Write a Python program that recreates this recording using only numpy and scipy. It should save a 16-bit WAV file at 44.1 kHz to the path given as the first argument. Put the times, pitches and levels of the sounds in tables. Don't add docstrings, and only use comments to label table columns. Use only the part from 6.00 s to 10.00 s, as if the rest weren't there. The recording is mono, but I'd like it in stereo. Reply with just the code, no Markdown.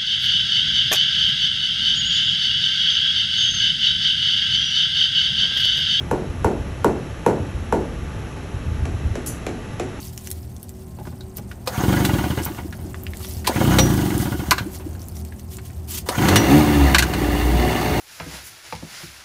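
import sys
import numpy as np
from scipy import signal
from scipy.fft import rfft, irfft
from scipy.io import wavfile
from scipy.ndimage import uniform_filter1d

SR = 44100
rng = np.random.default_rng(int(sys.argv[2]) if len(sys.argv) > 2 else 0)


def transcribe(u):
    v = np.clip(np.atleast_2d(u).T, -1, 1)
    q = np.round(v * 32767).astype(np.int16)
    wavfile.write(sys.argv[1], SR, q)


N = 176400
RING = SR // 2
AGE = np.arange(RING) / SR


def from_db(db):
    return 10 ** (np.asarray(db) / 20)


def at_hz(points, hz):
    f, values = np.transpose(points)
    return np.interp(np.log(np.maximum(hz, 1)), np.log(f), values)


def pan(left_db):
    return from_db(np.array([[left_db], [-left_db]]) / 2)


def swell(delay_s, peak_s):
    rise = np.maximum(AGE - delay_s, 0) / peak_s
    return (rise * np.exp(1 - rise)) ** 2


def play(sound, start_s, db):
    out = np.zeros((2, N + RING))
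    start = int(start_s * SR)
    out[:, start:start + RING] += from_db(db) * sound
    return out[:, :N]


# f/Hz, side level over mid/dB
STEREO_WIDTH = [(60, -18), (160, -16), (400, -7), (750, 3), (1250, 1), (1800, -20), (2600, -7.5),
                (3700, -10), (4900, 2.5), (5900, -21), (7200, -0.5), (9000, 5.5), (10800, -0.5),
                (12200, -18)]

def noise(spectrum, size):
    hz = np.fft.rfftfreq(size, 1 / SR)
    white = rfft(rng.standard_normal((2, size)))
    mid, side = white * from_db(at_hz(spectrum, hz)) * np.sqrt(SR / 2)
    side = side * from_db(at_hz(STEREO_WIDTH, hz))
    return irfft(np.array([mid + side, mid - side]), size)


# f/Hz, level/dB per Hz
HISS_TONE = [(25, -67), (120, -58), (250, -60), (450, -66.5), (700, -71.5), (1000, -76.5), (1500, -74.5),
             (2300, -80), (3100, -81), (4000, -91), (5600, -86), (8000, -92), (10800, -87.5),
             (11600, -94.5), (12100, -120), (14000, -145)]
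RUMBLE_TONE = [(20, -85), (32, -59), (48, -49), (65, -46), (100, -50), (160, -58.5), (260, -76.5),
               (600, -100), (3000, -160)]
# t/s, level/dB
RUMBLE_SWELLS = [(0, 0), (.4, 0.5), (.7, 1.5), (.95, -5), (1.3, -4), (1.6, 1), (1.95, -3), (2.15, 1),
                 (2.42, -5.5), (2.7, 3), (3.08, 3), (3.25, -2.5), (3.6, -7), (4, -8)]

def background():
    level_db = np.interp(np.arange(N) / SR, *np.transpose(RUMBLE_SWELLS))
    return noise(HISS_TONE, N) + from_db(level_db) * noise(RUMBLE_TONE, N)


# f/Hz, width/Hz, level/dB
WHIRR_BANDS = [(862.2, 30, -48.5), (1186, 90, -49.5), (1970, 110, -59.5), (2636, 150, -56.3),
               (3900, 360, -58.5)]

def whirr():
    out = 0
    for hz, width_hz, db in WHIRR_BANDS:
        b, a = signal.butter(2, [hz - width_hz / 2, hz + width_hz / 2], "band", fs=SR)
        band = signal.lfilter(b, a, noise([(hz, 0)], N))
        out += from_db(db) * band / band.std()
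    return out


# t/s, level/dB, f/Hz
THUMPS = [(0.296, -18, 87), (.447, -12, 81), (1.399, -18, 83.5), (1.545, -17.5, 77), (1.613, -22.5, 87),
          (2.066, -21.5, 88), (2.160, -23, 90), (2.532, -21.5, 108), (2.559, -20, 69), (2.675, -16, 78.5),
          (2.714, -19, 95), (2.821, -14.5, 79.5), (2.941, -19.5, 85), (3.052, -11.5, 65.6),
          (3.106, -15.5, 90), (3.733, -21, 112)]

def thumps():
    pulse = swell(0, peak_s=0.0093)
    return sum(play(pulse * np.sin(2 * np.pi * hz * AGE), s, db) for s, db, hz in THUMPS)


# f/Hz, fade time/s
ROOM_FADE = [(150, 0.7), (400, 0.46), (1000, 0.42), (2800, 0.23), (7500, 0.35), (14000, .17)]

def room_tail(spectrum):
    source = rfft(noise(spectrum, RING))
    hz = np.fft.rfftfreq(RING, 1 / SR)
    band_number = 2 * np.log2(np.maximum(hz, 1) / 60)
    out = 0
    for k in range(17):
        centre_hz = 60 * 2 ** (k / 2)
        band = irfft(source * np.maximum(1 - abs(band_number - k), 0), RING)
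        power = np.mean(band ** 2, axis=0)
        local_power = uniform_filter1d(power, size=SR // 40, mode="wrap")
        steady = band * np.sqrt(power.mean() / (local_power + 1e-20))
        build_s = 0.00092 + 2.8 / centre_hz
        fill = 1 - np.exp(-np.maximum(AGE - 0.001, 0) / build_s)
        out += steady * fill * from_db(-60 * AGE / at_hz(ROOM_FADE, centre_hz))
    return out


def room_boom(hits, notes, vary_db):
    out = 0
    fill = 1 - np.exp(-AGE / 0.014)
    ear_phase = np.array([[0.1], [-0.1]])
    for s, _, _, room_db, *_ in hits:
        mix = [(hz, db + vary_db * rng.uniform(-1, 1), fade_s) for hz, db, fade_s in notes]
        boom = 0
        for hz, db, fade_s in mix:
            phase = rng.uniform(0, 2 * np.pi) + rng.choice([-1, 1]) * ear_phase
            boom += from_db(db - 60 * AGE / fade_s) * np.sin(2 * np.pi * hz * AGE + phase)
        out += play(boom * fill * pan(left_db=5), s, room_db)
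    return out


# f/Hz, level/dB, fade time/s
METAL_NOTES = [(4667, -43, 0.28), (6085, -41, 0.32), (6310, -43, 0.25), (7003, -39, .25), (7090, -40, .25),
               (7700, -42, 0.23), (8720, -35, .2), (10100, -36, 0.14), (10370, -30, 0.2), (10520, -31, .25),
               (11270, -39, .16), (12170, -39, .2), (12670, -42, .14), (13940, -50, .18)]

def jingle(scattered_share=0.75, flutter_hz=80):
    out = 0
    smooth = signal.butter(2, flutter_hz, fs=SR, output="sos")
    for hz, db, fade_s in METAL_NOTES:
        real, imag = signal.sosfilt(smooth, rng.standard_normal((2, 2, RING)))
        flutter = real + 1j * imag
        direct = np.sqrt(1 - scattered_share) * np.exp(2j * np.pi * rng.random((2, 1)))
        scattered = np.sqrt(scattered_share) * flutter / flutter.std()
        note = np.real((direct + scattered) * np.exp(2j * np.pi * hz * AGE))
        out += from_db(db - 60 * AGE / fade_s) * note
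    return out


# t/s, level/dB
CLINK_HITS = [(3.2608, 1.8), (3.2712, 3.3)]
# f/Hz, level/dB per Hz
CLINK_TICK_TONE = [(2500, -83), (6000, -69.5), (10500, -61), (13000, -79), (16000, -83)]
CLINK_ROOM_TONE = [(2500, -100), (6000, -75), (10500, -70), (12500, -75), (15500, -102)]

def clink():
    out = 0
    for s, db in CLINK_HITS:
        ring = jingle()
        tick = noise(CLINK_TICK_TONE, RING) * swell(0, peak_s=0.0019)
        out += play(ring + tick + room_tail(CLINK_ROOM_TONE), s, db)
    return out


def contact_tick(tone, tilt, top_hz, peak_s):
    tilted = [(hz, db + tilt * np.log2(hz / 4000) - 0.004 * max(hz - top_hz, 0)) for hz, db in tone]
    return noise(tilted, RING) * swell(0, peak_s)


# delay/s, level/dB, left over right/dB
WALL_ECHOES = [(0.0213, -14.5, 3), (0.0338, -15.5, -6), (0.1194, -23, 5)]

def hammer(hits, notes, tick_tone, room_tone, tick_s, fresh_share):
    out = 0
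    usual_tail = room_tail(room_tone)
    for s, knock_db, tick_db, room_db, tilt, top_hz, pitch in hits:
        knock = 0
        for hz, db, delay_s, peak_s in notes:
            wave = np.sin(2 * np.pi * pitch * hz * (AGE - delay_s))
            knock += from_db(db) * swell(delay_s, peak_s) * wave
        tail = np.sqrt(1 - fresh_share) * usual_tail + np.sqrt(fresh_share) * room_tail(room_tone)
        out += play(contact_tick(tick_tone, tilt, top_hz, tick_s), s, tick_db)
        out += play(knock * pan(left_db=2), s, knock_db)
        out += play(tail * pan(left_db=2.2), s, room_db)
        for delay_s, db, left_db in WALL_ECHOES:
            out += play(knock * pan(left_db), s + delay_s, knock_db + db)
    return out


# t/s, knock/dB, tick/dB, room/dB, tick tilt/dB per octave, tick top/Hz, knock pitch/ratio
TAP_HITS = [(2.8535, -11, -9, -6, 0, 12500, 1.1), (3.1540, -3.5, -6, -3.5, 0, 10500, 0.86),
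            (3.4652, -1, -2.5, 0, 0.2, 13000, 0.95), (3.7968, 0, -2, 0, 0.3, 13500, 1.05)]
# f/Hz, level/dB, delay/s, time to peak/s
TAP_SHOE_NOTES = [(430, -20, 0.0024, 0.003), (683, -20, 0.00192, 0.0022), (1080, -26, 0.00103, 0.0013),
                  (1890, -26, 0.00066, 0.00085), (2470, -26, 0.00021, 0.0013)]
# f/Hz, level/dB per Hz
TAP_TICK_TONE = [(300, -85), (1500, -55.5), (4000, -63), (7000, -62.5), (10500, -65.5), (13000, -80),
                 (16000, -105)]
TAP_ROOM_TONE = [(90, -66), (190, -58), (270, -49), (420, -52.5), (560, -62), (700, -59.5), (950, -70),
                 (2400, -68), (3500, -78.5), (7000, -78), (10500, -80.5), (14000, -114)]
# f/Hz, level/dB, fade time/s
TAP_BOOM_NOTES = [(256, -26.5, 0.26), (334, -30, 0.3), (368, -27, 0.38), (406, -30, 0.29), (495, -35, 0.25),
                  (660, -36, 0.25), (745, -36, 0.3)]

def light_taps():
    taps = hammer(TAP_HITS, TAP_SHOE_NOTES, TAP_TICK_TONE, TAP_ROOM_TONE,
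                  tick_s=0.0012, fresh_share=0.8)
    return taps + room_boom(TAP_HITS, TAP_BOOM_NOTES, vary_db=4)


# t/s, knock/dB, tick/dB, room/dB, tick tilt/dB per octave, tick top/Hz, knock pitch/ratio
BLOW_HITS = [(0.1117, -5.5, -2.5, -5.5, -2, 16000, 1.0), (0.4443, -2, -0.5, -2, -1, 14500, 0.99),
             (0.8444, -.7, 3, -1, 0.5, 12500, 1.01), (1.2625, 0, 0.5, -.3, -0.7, 13000, 1.0),
             (1.7239, -2.7, -2.3, -3.3, -1.5, 12500, 0.99)]
# f/Hz, level/dB, delay/s, time to peak/s
BLOW_SHOE_NOTES = [(155, -21, 0.002, 0.007), (245, -18, 0.0013, 0.01), (390, -22, 0.003, 0.006),
                   (466, -7.3, 0.00185, 0.0045), (920, -5.8, 0.0008, 0.0025), (1100, -21, 0.001, 0.003),
                   (1400, -17, 0.00042, .0015), (2800, -26.5, 0.00037, .0008)]
# f/Hz, level/dB per Hz
BLOW_TICK_TONE = [(300, -75), (1400, -48), (2200, -60), (4000, -69.5), (7000, -62), (10500, -61.3),
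                  (13000, -74), (16000, -101)]
BLOW_ROOM_TONE = [(90, -47), (150, -43), (200, -44.5), (275, -39.5), (450, -41), (580, -45), (720, -46.5),
                  (900, -46.5), (1180, -60), (1450, -56.5), (1800, -61), (3500, -75.5), (7000, -75),
                  (10500, -73), (12500, -85), (14000, -112)]
# f/Hz, level/dB, fade time/s
ROOM_NOTES = [(283, -27, 0.35), (326, -21, 0.42), (363.5, -18.5, 0.5), (402, -15.5, 0.3), (447, -20, 0.45),
              (494, -20, 0.28), (560, -28.5, 0.7), (602, -27, 0.4), (662, -31, 0.5), (882, -31, 0.4),
              (985, -31, 0.2), (1088, -25, 0.17), (1474, -41, 0.33)]

def heavy_blows():
    blows = hammer(BLOW_HITS, BLOW_SHOE_NOTES, BLOW_TICK_TONE, BLOW_ROOM_TONE,
                   tick_s=0.0011, fresh_share=0.15)
    return blows + room_boom(BLOW_HITS, ROOM_NOTES, vary_db=1.5)


def scene():
    return heavy_blows() + light_taps() + clink() + thumps() + background() + whirr()


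# f/Hz, width/Hz
MIC_GAPS = [(4880, 430), (9100, 2400)]

def record(dry):
    mid, side = (dry[0] + dry[1]) / 2, (dry[0] - dry[1]) / 2
    for hz, width_hz in MIC_GAPS:
        b, a = signal.iirnotch(hz, hz / width_hz, fs=SR)
        mid = signal.lfilter(b, a, mid)
    treble_cut = signal.ellip(10, 0.1, 80, 15700, fs=SR, output="sos")
    return signal.sosfilt(treble_cut, np.array([mid + side, mid - side]))


dry = scene()
out = record(dry)
transcribe(out)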